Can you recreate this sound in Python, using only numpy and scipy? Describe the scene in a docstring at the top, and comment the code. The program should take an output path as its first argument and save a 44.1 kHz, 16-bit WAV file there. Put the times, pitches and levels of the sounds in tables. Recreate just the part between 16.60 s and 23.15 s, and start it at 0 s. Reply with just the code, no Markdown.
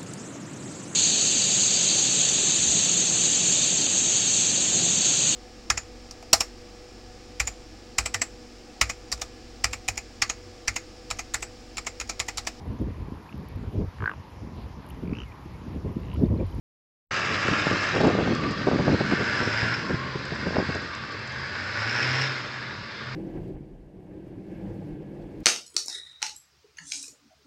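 """After half a second of silence, clatter, hum and hissing tyres break in abruptly, in wind and street noise.
A diesel pickup creeps past on icy snow and pulls away, revving in bursts as its wheels slip.
Its V8 is noise pulsed at the firing rate through resonances, with an exhaust hum of sines.
Tyres are grainy filtered noise with cracks; thin noise bands glide; wind is random kicks, slaps and pops.
Street traffic is filtered noise with a wavering drone."""
import sys
import numpy as np
from scipy import signal
from scipy.fft import rfft, irfft, next_fast_len
from scipy.io import wavfile
from scipy.ndimage import uniform_filter1d, map_coordinates

SR = 44100
rng = np.random.default_rng(int(sys.argv[2]) if len(sys.argv) > 2 else 0)


def wrap_up_sound(samples):
    """Save the sound to the file named by the first command line argument, as 16-bit audio."""
    columns = np.atleast_2d(samples).T
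    # keep every value between -1 and 1, then stretch to whole-number steps
    tamed = np.clip(columns, -1, 1)
    steps = np.round(tamed * 32767).astype(np.int16)
    wavfile.write(sys.argv[1], SR, steps)


N = 288855
T = np.arange(N) / SR  # time [s]


def amp(db):
    """Level: decibels to amplitude gain."""
    return 10 ** (np.asarray(db) / 20)


def unit(x):
    """Normalisation: scale to rms 1."""
    return x / np.sqrt(np.mean(x ** 2) + 1e-20)


def curves(rows):
    """Linear interpolation: one value per sample for each column after the time."""
    times, *columns = np.transpose(rows)
    return [np.interp(T, times, column) for column in columns]


def wobble(rate):
    """Band-limited random fluctuation: a smooth curve through rate random knots a second."""
    knots = rng.standard_normal(int(N * rate / SR) + 4)
    return map_coordinates(knots, [T * rate])


def filtered(x, response):
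    """Linear filtering: the spectrum of x times a complex response of frequency."""
    size = next_fast_len(N + 8192)
    spectrum = rfft(x, size) * response(np.fft.rfftfreq(size, 1 / SR))
    return irfft(spectrum, size)[:N]


def coloured(x, points):
    """Spectral shaping: x through (frequency [Hz], level [dB]) points on a log axis."""
    f, db = np.transpose(points)
    return filtered(x, lambda hz: amp(np.interp(np.log(hz + 1), np.log(f + 1), db)))


def ringing(x, modes, order=1):
    """Modal resonance: parallel resonators excited by x; a higher order gives steeper skirts."""
    def response(f):
        total = 0
        for centre, width, db in modes:
            damping = 1j * f * width
            total = total + amp(db) * (damping / (centre * centre - f * f + damping)) ** order
        return total
    return filtered(x, response)


def drifting(x, shift_hz):
    """Single-sideband modulation: all frequencies of x move by the same changing amount."""
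    analytic = signal.hilbert(x, next_fast_len(N))[:N]
    return np.real(analytic * np.exp(2j * np.pi * np.cumsum(shift_hz) / SR))


def patchy(x, patchy_db):
    """Random spectral gain: patches a few hundred Hz wide and about a tenth of a second long."""
    z = signal.stft(x, nperseg=512)[2]
    field = uniform_filter1d(rng.standard_normal(z.shape), size=4, axis=0)  # across frequency
    field = uniform_filter1d(field, size=20, axis=1)  # across time
    return signal.istft(z * amp(patchy_db * unit(field)), nperseg=512)[1][:N]


def reflected(x, echo_db, reach, drift, count=9):
    """Comb interference: echoes off ice, bodywork and parked cars wander in delay, and so in colour."""
    delays = rng.uniform(0.0984, 1, count) * reach  # [s]
    echoes = 0
    for delay in delays:
        arrival = T - delay - drift * wobble(0.97)
        echoes = echoes + map_coordinates(x, [arrival * SR], order=1)
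    gain = amp(echo_db)
    return (x + gain * echoes / np.sqrt(count)) / np.sqrt(1 + gain ** 2)


# Spectrum of street traffic: (frequency [Hz], relative level [dB per Hz])
STREET_SPECTRUM = [(20, -36.5), (45, -7), (90, 2), (150, 1), (220, 0), (290, -8), (480, -3.5), (730, -13.5),
                   (1150, -7.5), (2100, -9), (2900, -16.5), (5000, -12), (6000, -30.5), (7800, -44)]
# A low drone that comes and goes: (time [s], frequency [Hz], mean level [dB])
DRONE_TRACK = [(.5, 131, -45), (3.55, 131, -44.5), (3.72, 135, -40.5), (3.9, 133, -49), (4.58, 122, -55),
               (4.67, 125, -41), (4.82, 134, -45), (4.92, 133, -52), (5.1, 130, -49), (6.05, 131, -46.5),
               (6.35, 128, -60), (6.46, 129, -41)]


def street():
    """Broadband and tonal background: uneven traffic noise and a drone, as of another car working nearby."""
    noise = coloured(rng.standard_normal(N), STREET_SPECTRUM)
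    traffic = amp(-38 + wobble(2.74)) * unit(patchy(noise, patchy_db=2.0))
    drone_hz, drone_db = curves(DRONE_TRACK)
    phase = 2 * np.pi * np.cumsum(drone_hz + 1.5 * wobble(9)) / SR
    drone = amp(drone_db + 1.5 * wobble(12)) * unit(np.sin(phase))
    return reflected(traffic, echo_db=-5.0, reach=.02, drift=.0001) + drone


EDDIES_PER_S = 1100  # mean number of separate kicks


def eddies(spectrum):
    """Turbulence as shot noise: a rapid, irregular train of kicks on the diaphragm, levelled in strength."""
    kicks = (rng.random(N) < EDDIES_PER_S / SR) * rng.standard_normal(N)
    rush = unit(coloured(unit(kicks) + 0.32 * rng.standard_normal(N), spectrum))
    return rush / np.sqrt(abs(uniform_filter1d(rush ** 2, size=700)) + 1e-6)


# Single eddies that kick the diaphragm: (time [s], throw level before limiting [dB], nominal swing [Hz])
POP_KICKS = [(0.8874, -11, 377), (.916, -17.5, 183), (1.0698, -11.5, 699), (1.1144, -14, 380),
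             (1.3645, -12.5, 550), (1.412, -13, 550), (1.4708, -13, 384), (1.5527, -10.5, 480),
             (1.5886, -12.5, 482), (1.7235, -13, 380), (2.071, -16, 650), (2.074, -6.5, 550),
             (2.0864, -17, 300), (2.115, -11, 600), (2.1609, -12, 330), (2.2816, -10.5, 680),
             (2.295, -17, 380), (2.3468, -9.5, 350), (2.5368, -10.5, 300), (2.8765, -16, 380),
             (3.032, -18.5, 180), (3.3453, -17, 161), (3.9082, -19, 480), (3.9686, -9, 620),
             (3.9855, -11, 280), (3.9901, -12, 710), (4.027, -17, 300)]
POP_FRONT = 1.29  # factor on the nominal swing rate
POP_RECOIL = 0.68  # speed and size of the swing back, relative to the throw


def pops():
    """Transient displacement: a kick throws the diaphragm out steeply; it swings back once, more slowly."""
    out = np.zeros(N)
    for s, db, hz in POP_KICKS:
        near = slice(round((s - .02) * SR), round((s + .02) * SR))
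        age = T[near] - s
        pace = np.where(age < 0, 1, POP_RECOIL)
        swing = np.sqrt(2) * np.pi * hz * age * POP_FRONT * pace
        out[near] -= amp(db) * pace * swing * np.exp((1 - swing ** 2) / 2)
    return out


# Broad gusts: (peak time [s], level before flutter gain [dB], half-length to 1/e of power [s])
GUST_SWELLS = [(.9, -32, 0.21), (1.65, -27, 0.34), (2.28, -27.5, 0.55), (3.3, -36, 0.44),
               (4.03, -35.5, 0.24)]
# Slaps on the microphone: (peak time [s], level before common gain [dB], nominal length [s], brightness [0-1])
WIND_SLAPS = [(0.927, -25.5, 0.02, 0.03), (1.069, -24.5, .014, 0.3), (1.131, -27, 0.038, 0.15),
              (1.364, -23.5, 0.042, 0.53), (1.412, -18.5, 0.018, 0.88), (1.447, -15.5, 0.023, 1),
              (1.475, -15.5, 0.017, .75), (1.5, -23.5, 0.032, 1), (1.598, -24, 0.044, 0.95),
              (1.672, -23.5, 0.035, 0.58), (1.71, -25, 0.024, 0.28), (1.864, -27, .03, 0.07),
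              (2.014, -31, 0.014, .3), (2.081, -20.5, 0.017, 0.72), (2.134, -22, .028, 0.3),
              (2.198, -21.5, 0.019, 0.65), (2.282, -19.5, 0.027, .3), (2.331, -22, 0.027, 0.23),
              (2.408, -22, 0.017, 0.85), (2.527, -22, 0.019, .25), (2.61, -26.5, 0.027, 0.14),
              (2.822, -26, 0.02, 0.7), (3.307, -24.5, .018, 0.27), (3.337, -26, 0.022, 0),
              (3.557, -25.5, 0.013, 0), (3.727, -28, .019, 0.08), (3.873, -22, 0.02, 0.27),
              (3.927, -29, .01, 0.47), (3.963, -26.5, 0.031, 0.7), (3.999, -24, 0.02, 0.4),
              (4.097, -23, 0.012, 0.16), (4.158, -28, .016, 0.7), (4.55, -33.5, 0.0081, 0)]
# Spectrum of flutter and dull slaps: (frequency [Hz], relative level [dB per Hz])
BUFFET_SPECTRUM = [(20, -41.5), (45, -14.5), (90, -7), (170, 0), (280, -4), (450, -10), (700, -24.5),
                   (1100, -26.5), (2000, -40.5), (8000, -73)]
# Spectrum of bright slaps: (frequency [Hz], relative level [dB per Hz])
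BRIGHT_SLAP_SPECTRUM = [(25, -33), (60, -19), (130, -8), (280, 2), (480, 0.5), (720, -4.5), (1200, -21),
                        (2200, -29), (6000, -40), (10000, -81.5)]
CALM_DB, LUMPS_DB = -58, 2.5  # turbulence floor before flutter gain; slow unevenness of the flutter


def wind():
    """Turbulent pressure: gusts flutter unevenly, and eddies slap the microphone, some dull, some bright."""
    power = amp(2 * CALM_DB)
    for s, db, half in GUST_SWELLS:
        power = power + amp(2 * db) * np.exp(-((T - s) / half) ** 2)
    lumps = amp(-4 + LUMPS_DB * wobble(18) + 2.5 * wobble(60))
    flutter = np.sqrt(power) * lumps * eddies(BUFFET_SPECTRUM)
    dull, bright = np.zeros(N), np.zeros(N)  # powers
    for s, db, length, brightness in WIND_SLAPS:
        span = 2 * (T - s) / length * np.where(T < s, 1.15, .9)  # rises faster than it dies away
        slap = amp(2 * db) * np.exp(-np.minimum(span ** 2, 50))
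        share = np.clip(brightness, 0, 1)
        dull += (1 - share) * slap
        bright += share * slap
    slaps = np.sqrt(dull) * eddies(BUFFET_SPECTRUM) + np.sqrt(bright) * eddies(BRIGHT_SLAP_SPECTRUM)
    return flutter + amp(0.5) * slaps + pops()


# Thin bands of noise that swell, glide and fade:
# (centre time [s], nominal length [s], frequency [Hz], glide [Hz/s], noise rate [knots/s], peak rms level [dB])
THIN_BANDS = [(2.3, 0.2, 1675, -1, 120, -41), (2.7, .11, 1614, -300, 181, -33.5),
              (3.0, .064, 4920, 2000.5, 130, -39), (3.111, .07, 1470, -600, 259.5, -29.5),
              (4.847, .35, 1665, 0, 201.7, -40)]


def thin_bands():
    """Narrow-band noise: random quadrature carriers swell, glide and fade."""
    out = np.zeros(N)
    for s, length, hz, glide, width, db in THIN_BANDS:
        age = np.clip(T - s, -2 * length, 2 * length)
        phase = 2 * np.pi * np.cumsum(hz + glide * age) / SR
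        band = wobble(width) * np.sin(phase) + wobble(width) * np.cos(phase)
        out += amp(db) * np.exp(-2 * (age / length) ** 2) * unit(band)
    return out


# Spectrum of the snow hiss: (frequency [Hz], relative level [dB per Hz])
SNOW_SPECTRUM = [(1500, -19.5), (3500, 13.5), (5000, 6.5), (6500, 0.5), (7900, -23), (12000, -8.5)]
# Ice under the tyres: (onset time [s], envelope peak before colouring [dB])
ICE_CRACKS = [(1.414, -35), (1.471, -34), (1.75, -32.5), (1.91, -35), (1.919, -38), (3.654, -38.5),
              (3.753, -42), (4.1502, -34.5), (4.221, -43), (4.351, -37), (4.521, -41), (4.5945, -47),
              (4.675, -40), (4.722, -41)]
# hiss when rolling without slip, tail-on; rise at slip 1; rise when side-on
HISS_DB, HISS_SLIP_DB, HISS_FLANK_DB = -53, 14, 8


def tyres(slip, side):
    """Granular friction and brittle fracture: snow hisses in tiny grains, louder with slip; the crust cracks."""
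    grains = amp(9.4 * np.tanh(wobble(900))) * rng.standard_normal(N)
    hiss_level = amp(HISS_DB + HISS_SLIP_DB * slip + HISS_FLANK_DB * side)
    hiss = hiss_level * unit(patchy(coloured(grains, SNOW_SPECTRUM), patchy_db=3.2))
    snaps = np.zeros(N)
    for s, db in ICE_CRACKS:
        snaps += amp(db) * (T >= s) * np.exp(-abs(T - s) / .0025)
    crust = coloured(snaps * rng.standard_normal(N), [(2000, -13), (5000, 8.5), (7500, 5.5), (12000, -9.5)])
    return reflected(hiss, echo_db=3.0, reach=.012, drift=.0001) + crust


# A narrow whine from the engine bay: (time [s], frequency [Hz], level before a 3 dB lift [dB])
WHINE_TRACK = [(.5, 1188, -45), (1.85, 1180, -40.5), (2.8, 1170, -57.5), (3.45, 1063, -43),
               (3.75, 1014, -55), (4.3, 1170, -45.5), (4.75, 1156, -53)]


def whine():
    """Random modulation of a carrier: a fuzzy, broken tone whose pitch and level follow the track."""
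    hz, db = curves(WHINE_TRACK)
    phase = 2 * np.pi * np.cumsum(hz + 22 * wobble(20)) / SR
    fuzz = wobble(100) * np.sin(phase) + wobble(100) * np.cos(phase)
    return amp(db + 3.0) * unit(amp(0.63 * wobble(13)) * fuzz)


# Surges of engine load: (start of build [s], build time [s], time the decay starts [s], depth [0-1]);
# the last one fades from its start
LOAD_SURGES = [(-.1, 0.19, 1.35, 0.65), (1.921, 0.85, 3.086, 0.77), (3.55, 0.5, 4.12, 0.48),
               (4.55, 0.86, 5.64, 0.98), (6.28, 0.14, 5.9, 0.35)]


def load(release_s):
    """Exponential relaxation: each surge of engine load builds linearly and decays from its set time."""
    total = 0
    for start, build_s, decay_start, depth in LOAD_SURGES:
        build = np.clip((T - start) / build_s, 0, 1)
        total = total + depth * build * np.exp(-np.maximum(T - decay_start, 0) / release_s)
    return total


# The truck swings from side-on to tail-on: (start of turn [s], end of turn [s])
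TURN_TIMES = [1.1, 3.6]


def side_on():
    """Directivity: 1 while the flank faces the microphone, 0 once the tail does."""
    return np.cos(np.interp(T, TURN_TIMES, [0, np.pi / 2])) ** 2


def exhaust(firings, hum_db):
    """Periodic pulsation: the silencer passes mostly the firing rate; unequal cylinders add 3/4 of it."""
    phase = 2 * np.pi * firings
    pipe = np.sin(phase) + amp(-16) * np.sin(2 * phase) + amp(-13) * np.sin(phase * 3 / 4)
    return amp(hum_db + 1.0 * wobble(22)) * unit(pipe)


def knocks(firings, decay, uneven_db, scatter_db, sustain):
    """Pulsed excitation: a noise burst fades after each firing; the eight cylinders differ in strength."""
    index, age = firings.astype(int), firings % 1  # age in firing periods
    cylinder_db = uneven_db * unit(rng.standard_normal(8))[index % 8]
    size_db = cylinder_db + scatter_db * rng.standard_normal(2048)[index]
    bursts = uniform_filter1d(amp(size_db) * np.exp(-age / decay), size=80)
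    return (abs(sustain) + bursts) * rng.standard_normal(N)


# Clatter of the engine bay from the side: (frequency [Hz], relative level [dB per Hz])
FLANK_SPECTRUM = [(180, -46), (300, -10), (450, -7.5), (642, -5), (877, -9), (1170, -0.5), (1600, 1),
                  (1850, 1), (2020, -4.5), (2750, -3.5), (4420, -34.5), (5200, -17.5), (7710, -29.5),
                  (10000, -70.5), (17000, -120)]
# The same clatter from behind: (frequency [Hz], relative level [dB per Hz])
REAR_SPECTRUM = [(150, -33), (230, -7), (290, -10), (437, -2), (712, -10.5), (949, -1), (1210, -6.5),
                 (1400, 4.5), (1660, 5.5), (2670, -8), (3080, -14.5), (5160, -12.5), (5960, -30),
                 (7710, -68.5), (10000, -63), (17000, -120)]
# Ringing panels and covers: (frequency [Hz], width [Hz], relative level [dB])
COVER_MODES = [(334.7, 8.5, -7.5), (435, 33, -8), (615.3, 15.6, 0), (966, 30, -6), (1190, 26, -1),
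               (1456, 34, -4), (1637, 68, -0.5), (2123, 98, -3.5), (2630, 57, -7), (3940, 57, -15)]
# Ringing of the engine bay from the side: (frequency [Hz], width [Hz], relative level [dB])
BAY_MODES = [(1350, 25, 4.5), (1810, 97, -1), (2300, 50, -6), (2720, 45, -10)]
# Injector rasp before its shift: (frequency [Hz], width [Hz], relative level [dB])
INJECTOR_MODES = [(4973, 510, 0)]
# Hard tapping when the engine races: (frequency [Hz], width [Hz], relative level [dB])
VALVE_MODES = [(2290, 1050, 0)]
NEAR_M, LEAVES_S, AWAY_M_PER_S = 4.57, 1, 0.99  # nearest distance, departure time, speed away
# block level unloaded and near, before its parts are mixed; rise at full load; extra knock while fuel flows
CLATTER_DB, CLATTER_LOAD_DB, CLATTER_FUEL_DB = -38, 12.5, 4.5
FUEL_CUT_S = 0.077  # decay time of the fuel after each surge
# injectors relative to the clatter; rise at full load, mostly near the top; change when side-on
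RASP_DB, RASP_LOAD_DB, RASP_FLANK_DB = -15.5, 6.5, -3
RASP_CLIMB_HZ, RASP_WANDER_HZ = 199, 69.6  # rise when racing; size of the random shift


def engine(effort, speed_hz, hum_db, side):
    """Source-filter radiation: firing knocks ring block and covers, injectors rasp, and the exhaust hums."""
    firing_hz = speed_hz * (1 + 0.00627 * wobble(25))
    firings = np.cumsum(firing_hz) / SR
    blows = knocks(firings, decay=0.59, uneven_db=1.9, scatter_db=3.0, sustain=0.8)
    flank = unit(coloured(blows, FLANK_SPECTRUM))
    rear = unit(coloured(blows, REAR_SPECTRUM))
    block = side * amp(-1.0) * flank + (1 - side) * amp(-0.5) * rear

    shakes = knocks(firings, decay=0.59, uneven_db=2.0, scatter_db=1, sustain=0.65)
    covers = amp(-7.0) * drifting(unit(ringing(shakes, COVER_MODES)), 20 * wobble(8))
    bay = amp(-10.0) * side * unit(ringing(shakes, BAY_MODES))

    # when the engine races, the rasp climbs and the tapping comes in
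    racing = np.clip((firing_hz - 90) / 30, 0, 1)
    ticks = knocks(firings, decay=0.93, uneven_db=4.0, scatter_db=3.5, sustain=0.97)
    rasp_shift_hz = RASP_CLIMB_HZ * racing + RASP_WANDER_HZ * wobble(14)
    injectors = drifting(unit(ringing(ticks, INJECTOR_MODES, order=2)), rasp_shift_hz)
    rasp = amp(RASP_DB + RASP_LOAD_DB * effort ** 2 + RASP_FLANK_DB * side) * injectors
    tapping = amp(-8.5) * racing * unit(ringing(ticks, VALVE_MODES, order=2))

    distance_m = NEAR_M + AWAY_M_PER_S * np.maximum(T - LEAVES_S, 0)
    level = amp(CLATTER_DB + CLATTER_LOAD_DB * effort + CLATTER_FUEL_DB * load(FUEL_CUT_S))
    clatter = level * NEAR_M / distance_m * (block + covers + bay + rasp + tapping)
    return reflected(clatter, echo_db=-5, reach=.022, drift=.00016, count=14) + exhaust(firings, hum_db)


# Engine speed and exhaust note: (time [s], mean firing rate [Hz], mean hum level [dB])
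RUNNING_TRACK = [(.5, 92.2, -45), (1.3, 99.8, -42), (1.95, 70.2, -57), (2.6, 84.07, -50),
                 (2.92, 108.3, -38), (3.13, 117.4, -34), (3.22, 109.6, -47), (3.55, 69.76, -50),
                 (4.1, 88.5, -38.5), (4.55, 72.1, -60), (4.92, 83.84, -47.5), (5.23, 108.4, -37),
                 (5.38, 121, -37.5), (5.6, 133.6, -30.5), (5.71, 134.8, -35), (5.77, 127, -48),
                 (6.28, 76.96, -58), (6.55, 84, -59)]
IDLE_HZ, FULL_HZ = 47, 145  # firing rates that count as revs 0 and 1
UNLOAD_S = 0.48  # decay time of the load after each surge


def scene():
    """Superposition: truck, street and wind; load shapes the clatter and, times revs, the wheelspin."""
    effort, side = load(UNLOAD_S), side_on()
    speed_hz, hum_db = curves(RUNNING_TRACK)
    revs = (speed_hz - IDLE_HZ) / (FULL_HZ - IDLE_HZ)
    background = street() + wind() + thin_bands()
    wheels = tyres(effort * revs, side)
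    truck = whine() + engine(effort, speed_hz, hum_db, side)
    return (background + wheels + truck)[None]


# Microphone response: (frequency [Hz], level [dB])
MIC_RESPONSE = [(20, -6.5), (55, 0), (7850, -0.5), (8150, -16), (12000, -25), (15500, -35)]
START_S, TOP_HZ = .508, 15700  # sound begins; nothing passes from this frequency up


def record(dry):
    """Saturation and band-limiting: sound starts abruptly, peaks are rounded, little is kept above 8 kHz."""
    x = dry[0] * np.clip((T - START_S) / 0.0053, 0, 1)
    x = x / (1 + (x / .33) ** 6) ** (1 / 6)  # soft limit at 0.33
    return filtered(coloured(x, MIC_RESPONSE), lambda hz: hz < TOP_HZ)[None]


dry = scene()
out = record(dry)
wrap_up_sound(out)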